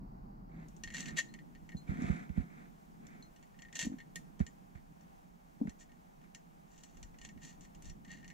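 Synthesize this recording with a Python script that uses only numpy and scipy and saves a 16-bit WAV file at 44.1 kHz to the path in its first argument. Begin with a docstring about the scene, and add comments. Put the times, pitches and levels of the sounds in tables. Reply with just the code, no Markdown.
"""A dull garage hush and a low hum come first; the hum fades and the hush brightens within a second.
Hands fit a cable lug and a nut on the terminal stud of a metal housing: decaying modes and noise
bursts make the clicks, and trains of tiny slips drive the same kinds of modes as scrapes. Clothing
rubs as clumped noise and bumps the camera worn on the chest, whose shell answers with short swings."""
import sys
import numpy as np
from scipy import signal
from scipy.fft import rfft, irfft, next_fast_len
from scipy.io import wavfile
from scipy.ndimage import uniform_filter1d

SR = 44100
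rng = np.random.default_rng(int(sys.argv[2]) if len(sys.argv) > 2 else 0)


def store_pcm(level_fs):
    """Save levels as 16-bit WAV."""
    pcm = np.round(np.clip(level_fs, -1, 1) * 32767).astype(np.int16)
    wavfile.write(sys.argv[1], SR, np.atleast_2d(pcm).T)


N = 367353
T = np.arange(N) / SR  # time [s]
SIDE = np.array([[.5], [-.5]])  # splits a left-right difference evenly: left, right

# Spectra of the garage hush, middle and side parts: frequency_hz, relative_level_db
HUSH_MID = [(210, -36), (350, -5), (560, -6.5), (800, -2.5), (1290, -11.5), (2100, -13.5), (4600, -21),
            (6500, -18), (9000, -24), (11500, -25.5), (14000, -22)]
HUSH_SIDE = [(210, -32), (350, -11.5), (424, -9.5), (591, -16.5), (630, -9), (787, -3.5), (999, -15),
             (1190, -14), (2010, -23.5), (3620, -36.5), (15600, -37)]
# Change of colour while the hush is dull: frequency_hz, change_db
DULL = [(1100, 3.5), (2200, -6), (3500, -12.5), (4600, 0), (6000, -10.5), (9000, -12), (13000, -5)]
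HUSH_DB, HUSH_SIDE_DB = -72, 8  # middle part; side part relative to it
DULL_SHARE, DULL_UNTIL_S, DULL_GONE_S = 0.89, 0.61, 0.71

# Low noise carried by body and camera: time_s, level_db
MURMUR = [(0, -55.5), (1.5, -56), (2.82, -63), (2.95, -56.5), (3.5, -66), (4, -56.5), (5.2, -64.5),
          (6.8, -64.5), (7.4, -59), (8.33, -59)]
# Its spectrum: frequency_hz, relative_level_db
MURMUR_COLOUR = [(80, -36), (125, -8), (165, 4), (250, -3.5), (330, -11.5), (500, -26.5), (1100, -33),
                 (5000, -100)]
RUBBED_DB = 7.5  # murmur stirred by rubbing cloth, relative to the rub
# Deep rumble of small body movements, resting level: time_s, level_db
RUMBLE = [(0, -54.5), (1, -69), (4.5, -67.5), (6.9, -71), (7.2, -62), (8.33, -65.5)]
# Its spectrum: frequency_hz, relative_level_db
RUMBLE_COLOUR = [(15, 4), (30, 15), (50, 11.5), (80, 3), (120, -2.5), (200, -60), (500, -100)]
# Brief swells of the rumble: time_s, added_level_db
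SWELLS = [(.87, -52.5), (1.62, -59), (7.04, -51), (7.9, -47)]
SWELL_S = 0.034  # exponential rise and fall constant

# Partials of the low hum: multiple_of_pitch, relative_level_db
HUM_PARTS = [(1, 0), (3, -8), (4, -6), (5, -9)]
HUM_HZ, HUM_DB, HUM_S = 41.05, -56, 0.74  # pitch, opening level, time to fall by 9 dB

# Cloth rubbing near the microphones: start_s, firmest_s, end_s, level_db
RUBS = [(.47, .62, 0.69, -69.5), (.95, 1.1, 1.2, -63), (1.86, 1.91, 1.97, -59), (1.92, 2.07, 2.3, -54),
        (2.31, 2.4, 2.504, -65.5), (2.46, 2.58, 2.715, -67.5), (2.98, 3.13, 3.3, -69)]
# Short scuffs of cloth: time_s, level_db
SCUFFS = [(1.8896, -73), (2.176, -90), (2.293, -63), (2.372, -62), (3.9275, -66), (4.402, -52),
          (4.751, -63), (5.671, -59.5), (5.683, -75), (6.24, -67), (7.143, -68.5)]
# Spectra of cloth, middle and side parts: frequency_hz, relative_level_db
CLOTH_MID = [(300, -1), (586, -28), (705, 5), (928, -25), (1280, -7), (2250, -0.5), (2920, -17),
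             (3620, -14), (5000, -26.5), (6900, -20), (9000, -30), (15500, -48)]
CLOTH_SIDE = [(240, -35), (400, -6), (800, -19), (1260, -11), (2250, -14), (3010, -37.5), (4920, -40),
              (7210, -33.5), (9000, -48), (15500, -63)]

# Clicks of lug and nut on the stud: time_s, bright_group_db, low_ring_db
CLICKS = [(0.6838, -53.5, -82), (0.764, -52, -82), (0.836, -33, -42.5), (0.875, -46, -43.5),
          (0.9027, -46.5, -47.5), (0.9454, -37, -42), (1.0048, -31.5, -59), (1.057, -38.5, -49),
          (1.3389, -47, -51), (1.3889, -60, -50.5), (1.55, -60, -57), (1.6908, -52, -50), (1.719, -58, -52),
          (2.0192, -46.5, -69), (3.0674, -48.5, -77), (3.361, -55.5, -68), (3.4266, -55, -62.5),
          (3.544, -77, -65), (3.5894, -55, -55), (3.6206, -47.5, -51.5), (3.6494, -67, -51.5),
          (3.685, -69, -56.5), (3.727, -45.5, -50.5), (3.7538, -32, -57), (3.7908, -25, -43.5),
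          (3.8118, -33, -39), (3.8537, -40, -61), (3.9856, -53.5, -53), (4.0026, -56, -48),
          (4.1573, -33.5, -42), (4.3935, -48.5, -60), (4.4653, -43, -53), (4.775, -70, -67),
          (5.009, -59, -74), (5.694, -47, -62), (5.809, -60, -60), (5.894, -72, -65), (5.918, -62, -64),
          (6.215, -68, -67), (6.3476, -40, -56), (6.778, -51, -70), (6.835, -42.5, -65),
          (6.9701, -50.5, -67), (7.0284, -41.5, -61), (7.186, -50.5, -62), (7.214, -46.5, -56),
          (7.2493, -40.5, -49), (7.2889, -47.5, -54), (7.375, -63, -64), (7.418, -58, -59),
          (7.451, -44, -69), (7.6082, -48, -77), (7.6497, -53.5, -61), (7.7477, -51, -71),
          (7.822, -48.5, -69), (7.855, -46.5, -70), (7.897, -44, -59.5), (8.0483, -52.5, -58),
          (8.115, -45, -60), (8.2287, -63, -57), (8.2442, -52.5, -52.5), (8.278, -47, -60),
          (8.3016, -50, -51.5)]
# Modes of housing and lug, before the fingers damp them: frequency_hz, relative_level_db, t60_s
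BRIGHT = [(5610, 0, 0.1), (5850, -5, 0.03), (6200, 7, 0.022), (6820, -8, 0.053), (7100, -7, 0.2),
          (7750, -6.5, 0.089)]
RING = [(1847, -2.5, 0.16), (1983, -16.5, 0.48), (2130, -7, 0.028), (2215, -12, 0.098)]
MIDDLE = [(2795, 4.5, 0.015), (2888, -4.5, 0.054), (3160, 3, 0.016), (3513, -8, 0.039), (4223, -6, 0.046),
          (4400, -4, 0.029)]
# Modes too dense to tell apart, a tick and short fizz: frequency_hz, relative_level_db
CRACK = [(500, -31), (1200, -29), (2500, -19.5), (4800, -18.5), (5500, -13), (6800, -5.5), (7800, -14),
         (8600, -23.5), (11000, -29.5), (15000, -38)]
# Duller part of the contact: frequency_hz, relative_level_db
KNOCK = [(700, -8), (1500, -15.5), (2300, -1), (3000, -4.5), (4300, -10.5), (5200, -22), (9000, -64)]
# Brittle snaps on top of some clicks: time_s, level_db
SNAPS = [(0.6838, -66), (3.8535, -52), (4.1565, -41.5), (6.836, -67), (7.8211, -58)]
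# Spectrum of a snap: frequency_hz, relative_level_db
SNAP_COLOUR = [(5000, -10), (9500, 2), (15000, -11)]
# Tings of a loose washer: time_s, level_db
TINGS = [(1.288, -63.5), (1.7684, -53.5), (3.2248, -52)]
# Modes of the washer, before damping: frequency_hz, relative_level_db, t60_s
WASHER = [(4150, 0, .2), (6130, -20, .15), (6640, -18, .15), (7924, -23, .15)]
# How the two microphone ports hear the metal: frequency_hz, left_right_db, left_lead_rad
PORTS = [(1980, 5, -0.7), (2130, -2.5, -2), (2700, -3, 0.2), (4200, 0, 0.9), (5670, 9, -1.9),
         (7250, 17, -2.2), (8300, 6.5, 1.5)]
# The middle group's level: share of the way from bright to ring in dB, then an offset
MIDDLE_SHARE, MIDDLE_CLICK_DB, MIDDLE_SLIDE_DB = 0.47, -6.5, -2.5

# Metal sliding on metal: start_s, firmest_s, end_s, bright_group_db, low_ring_db
SLIDES = [(0.898, 0.97, 1.09, -51.5, -47.5), (1.042, 1.078, 1.133, -57.5, -50.5),
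          (1.153, 1.189, 1.218, -39.5, -35), (3.733, 3.767, 3.817, -48, -49.5),
          (3.791, 3.793, 3.9, -45, -46), (5.774, 5.81, 5.845, -60, -70.5), (6.646, 6.736, 7.27, -73.5, -83),
          (7.18, 7.25, 7.3, -67, -72), (7.387, 7.438, 7.59, -60, -64), (7.6, 7.628, 7.68, -67, -75),
          (7.794, 7.876, 7.93, -64.5, -71.5), (8.05, 8.11, 8.27, -69, -59.5)]
SLIPS_PER_S, SLIP_SPREAD_DB = 900, 3.5
SLIDE_PEAKED, RUB_PEAKED = 2.67, 1.12  # power on a stroke's arch: higher is more pointed

# Bumps against the camera body: largest_swing_s, level_db, swing_hz, relative_sway_db
BUMPS = [(1.013, -45, 189, -17), (1.117, -43.5, 210, 5), (1.752, -32.5, 188, 0), (1.895, -32.5, 162, 8.5),
         (1.922, -30, 191, -8), (1.938, -37, 195, -9), (1.962, -39, 221, -5), (1.992, -31.5, 230, -6.5),
         (2.024, -30.5, 244, -9.5), (2.046, -28, 157, -2), (2.103, -25.5, 186, 6.5), (2.302, -37, 186, 9),
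         (2.381, -26, 192, 7), (2.403, -39.5, 230, 14.5), (3.835, -40.5, 174, -12), (3.855, -37.5, 273, 0),
         (3.872, -27.5, 232, -9), (3.903, -37.5, 252, -8), (3.923, -34.5, 257, -29),
         (3.942, -37, 252, -14.5), (4.409, -24, 195, 6), (4.757, -46, 151, 9), (5.619, -23.5, 244, -33),
         (5.637, -34.5, 263, -14), (5.658, -31.5, 200, -21), (5.681, -32.5, 214, -0.5),
         (7.368, -44.5, 230, 1.5)]
# Bumps with much sway lean to the right: relative_sway_db, left_right_db
LEAN = [(-10, 1), (-6, -0.5), (7.5, -9.5)]
EDGE_HZ = 15750


def gain_of(db):
    """Decibels are logarithmic: 20 dB is a factor of ten in amplitude."""
    return 10 ** (np.asarray(db) / 20)


def evened(x):
    """Normalization of power: scales to rms 1."""
    return x / np.sqrt(np.mean(x ** 2) + 1e-20)


def coloured(x, points):
    """Linear filtering: weights the spectrum by (Hz, dB) points joined on a log frequency axis."""
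    hz, db = np.transpose(points)
    length = x.shape[-1]
    size = next_fast_len(length)
    f = np.fft.rfftfreq(size, 1 / SR)
    weights = gain_of(np.interp(np.log(f + 1), np.log(hz), db))
    return irfft(rfft(x, size) * weights, size)[..., :length]


def hiss(points):
    """Stationary noise: many unrelated motions sum to a Gaussian signal of fixed spectrum."""
    return evened(coloured(rng.standard_normal(N), points))


def lumps(seconds, depth_db):
    """Random modulation: smoothed noise makes a level wander over about the given time."""
    width = max(int(seconds * SR), 1)
    smooth = uniform_filter1d(rng.standard_normal(N), width)
    smooth = uniform_filter1d(smooth, width)
    return gain_of(depth_db * evened(smooth))


def level_curve(points):
    """Amplitude envelope: follows straight lines in dB between (s, dB) points."""
    return gain_of(np.interp(T, *np.transpose(points)))


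def strokes(rows, peaked):
    """Pressure envelope: each stroke arches up to its firmest moment and down again."""
    out = np.zeros(N)
    for start, firmest, end, db in rows:
        progress = np.interp(T, [start, firmest, end], [0, .5, 1])
        out += gain_of(db) * np.abs(np.sin(np.pi * progress)) ** peaked
    return out


def add(mix, s, sound):
    """Superposition: adds a sound into the mix, starting at s seconds."""
    part = mix[:, round(s * SR):][:, :sound.shape[1]]
    part += sound[:, :part.shape[1]]


def hush():
    """Diffuse field: middle and side noise form garage air and microphone hiss, dull at first."""
    mid = hiss(HUSH_MID)
    side = gain_of(HUSH_SIDE_DB) * hiss(HUSH_SIDE)
    clear = gain_of(HUSH_DB) * lumps(.15, .5) * np.array([mid + side, mid - side])
    dull_share = np.interp(T, [DULL_UNTIL_S, DULL_GONE_S], [DULL_SHARE, 0])
    return dull_share * coloured(clear, DULL) + (1 - dull_share) * clear


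def murmur():
    """Partial coherence: lumpy low noise is mostly common to both sides, later more separate."""
    share = np.interp(T, [.6, 1.2], [.9, .3])  # common part of the power
    low = level_curve(MURMUR) + gain_of(RUBBED_DB) * strokes(RUBS, RUB_PEAKED)
    deep = level_curve(RUMBLE)
    for s, db in SWELLS:
        deep += gain_of(db) * np.exp(-np.abs(T - s) / SWELL_S)
    out = np.zeros((2, N))
    for colour, force, seconds in ((MURMUR_COLOUR, low, .02), (RUMBLE_COLOUR, deep, .05)):
        common, left, right = (hiss(colour) * lumps(seconds, 2.2) for _ in range(3))
        separate = np.array([left, gain_of(4.0) * right])
        out += force * (np.sqrt(share) * common + np.sqrt(1 - share) * separate)
    return out


def hum():
    """Harmonic series: a few wavering partials of one low pitch die away together."""
    parts = np.zeros(N)
    for multiple, db in HUM_PARTS:
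        cycles = multiple * HUM_HZ * T + rng.random()
        parts += gain_of(db) * lumps(0.17, 0.89) * np.sin(2 * np.pi * cycles)
    fade_db = 9 * (T / HUM_S) ** 5
    return np.sqrt(2) * gain_of(HUM_DB - fade_db) * parts  # sqrt(2): sine peak for rms 1


def cloth():
    """Friction noise: fibres drag in clumps; spaced ports hear the lower part in opposite phase."""
    drag = rng.standard_normal(N) * lumps(.002, 2.) * lumps(.015, 1.2)
    mid = evened(coloured(drag, CLOTH_MID))
    quarter_turned = signal.hilbert(drag, next_fast_len(N))[:N].imag
    side = coloured(quarter_turned + 1.3 * rng.standard_normal(N), CLOTH_SIDE)
    side = gain_of(5.5) * evened(side)
    force = strokes(RUBS, RUB_PEAKED)[None]
    for s, db in SCUFFS:
        add(force, s, gain_of(db - 60 * T[None, :4000] / 0.12))
    return force * np.array([mid + side, gain_of(1) * (mid - side)])


def middle(bright_db, ring_db):
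    """Interpolation in level: the middle modes lie between the bright modes and the low ring."""
    return bright_db + MIDDLE_SHARE * (ring_db - bright_db)


def ringing(modes, spread_db=0., held=.04):
    """Modal decay: the place of the blow reweights a part's modes, and fingers soon damp them."""
    t, out = T[:9000], np.zeros((2, 9000))
    port_hz, port_db, port_lead = np.transpose(PORTS)
    draws = rng.standard_normal((len(modes), 2))
    for (hz, db, t60), (luck, turn) in zip(modes, draws):
        pan_db = np.interp(hz, port_hz, port_db)
        lead = np.interp(hz, port_hz, port_lead)
        envelope = gain_of(db + spread_db * luck - 60 * t / t60 + SIDE * pan_db)
        out += envelope * np.sin(2 * np.pi * hz * t + turn + SIDE * lead)
    bounces = np.zeros(500)  # the loose part chatters within 11 ms
    bounces[0] = 1
    bounces[rng.integers(40, 500, size=3)] = rng.uniform(-.7, .7, size=3)
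    out = out * np.minimum(t / 0.00046, 1)  # onset ramp
    out = signal.oaconvolve(out, bounces[None])[:, :9000]
    return out * np.exp(-(t / held) ** 4) / np.abs(out.mean(0)).max()


def crack(colour, own_share):
    """High modal density: first contact is a noise tick and fizz, partly different on each side."""
    t = T[:9000]
    common, own = rng.standard_normal(9000), rng.standard_normal((2, 9000))
    burst = evened(coloured(common + own_share * own, colour))
    tick = gain_of(-60 * t / .018)
    fizz = gain_of(-15 - 60 * t / .13)
    return burst * np.minimum(t / .0014, 1) * (tick + fizz)


def clicks():
    """Impact excitation: each click rings three groups of modes; snaps and washer tings join in."""
    out = np.zeros((2, N))
    for s, bright_db, ring_db in CLICKS:
        bright = gain_of(-14) * ringing(BRIGHT, 4.5) + gain_of(-5.5) * crack(CRACK, 3.2)
        add(out, s, gain_of(bright_db) * bright)
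        add(out, s, gain_of(ring_db) * ringing(RING, 2., held=.032))
        body = gain_of(3.5) * ringing(MIDDLE, 3.2, held=0.086) + gain_of(-1.0) * crack(KNOCK, 0.28)
        add(out, s, gain_of(middle(bright_db, ring_db) + MIDDLE_CLICK_DB) * body)
    for s, db in SNAPS:
        add(out, s, gain_of(db) * crack(SNAP_COLOUR, 2.9))
    for s, db in TINGS:
        add(out, s, gain_of(db) * ringing(WASHER, 2., held=.07))
    return out


def slides():
    """Stick-slip excitation: uneven tiny slips, hundreds a second, drive the same modes."""
    sizes = gain_of(SLIP_SPREAD_DB * np.minimum(rng.exponential(1, N), 4))
    slips = (rng.random(N) < SLIPS_PER_S / SR) * sizes * rng.choice([-1, 1], N)
    slips = evened(slips)
    place = rng.integers(0, 3, N)  # each slip strikes one of three places
    start, firmest, end, bright_db, ring_db = np.transpose(SLIDES)
    middle_db = middle(bright_db, ring_db) + MIDDLE_SLIDE_DB

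    def bright():
        """Modal response of the bright group with its crack."""
        return ringing(BRIGHT, 2.7, held=0.017) + gain_of(9.0) * crack(CRACK, 0.82)

    def ring():
        """Modal response of the low ring."""
        return ringing(RING, 2.4, held=0.023)

    def body():
        """Modal response of the middle group with its knock."""
        return ringing(MIDDLE, 1.8, held=0.018) + gain_of(-7) * crack(KNOCK, 0.58)

    out = np.zeros((2, N))
    for db, answer in ((bright_db, bright), (ring_db, ring), (middle_db, body)):
        drive = slips * strokes(zip(start, firmest, end, db), SLIDE_PEAKED)
        for k in range(3):
            sound = answer()
            sound = sound / np.linalg.norm(sound.mean(0))
            out += signal.oaconvolve((drive * (place == k))[None], sound)[:, :N]
    return out


def bumps():
    """Damped oscillation: the camera shell swings, then sways, with a rough thud and opposed knock."""
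    out, t = np.zeros((2, N)), T[:3500] - .015  # t = 0 at the largest swing
    thud_colour = [(150, -3), (330, 2), (480, -3.0), (900, -53.0)]  # Hz, dB
    for s, db, hz, sway_db in BUMPS:
        pan_db = np.interp(sway_db, *np.transpose(LEAN))
        width = np.where(t < 0, .003, .005)  # rises faster than it falls
        swing = -np.exp(-.5 * (t / width) ** 2) * np.cos(2 * np.pi * hz * t - 0.7 * SIDE)
        swing *= gain_of(db)
        late = np.maximum(t + 0.00254, 0) / 0.0073
        sway = late * np.exp(-late) * np.cos(2 * np.pi * 68 * (t - .006) - 1.97 * SIDE)
        sway *= gain_of(db + sway_db)
        thud = evened(coloured(rng.standard_normal((2, 3500)), thud_colour))
        thud *= gain_of(db - 22.5) * np.exp(-np.abs(t) / 0.015)
        knock = np.exp(-.5 * ((t + 0.0039) / 0.00068) ** 2) * np.cos(2 * np.pi * 620 * t)
        knock = gain_of(db - 8) * knock * (2 * SIDE + 0.17)  # nearly opposite on the two sides
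        add(out, s - .015, (swing + sway) * gain_of(SIDE * pan_db) + thud + knock)
    return out


def garage(x):
    """Reverberation: sparse decaying reflections, arriving at other times on each side."""
    present = rng.random((2, 12000)) < .05
    taps = rng.choice([-1., 1.], (2, 12000)) * present * gain_of(-60 * T[:12000] / 0.26)
    taps[:, :250] = 0  # gap before the first reflection
    return signal.oaconvolve(x, taps / np.linalg.norm(taps[0]), axes=1)[:, :N]


def scene():
    """Superposition of all sources at the two microphones; only the metal gets reflections."""
    background = hush() + murmur() + hum()
    rubbing = cloth()
    metal = clicks() + slides()
    room = gain_of(-17) * garage(metal)
    return background + rubbing + metal + room + bumps()


def record(dry):
    """Band limitation: a steep linear-phase low-pass sets the camera's upper edge."""
    low_pass = signal.firwin(511, EDGE_HZ, window=("kaiser", 9), fs=SR)
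    return signal.oaconvolve(dry, low_pass[None], "same")


dry = scene()
out = record(dry)
store_pcm(out)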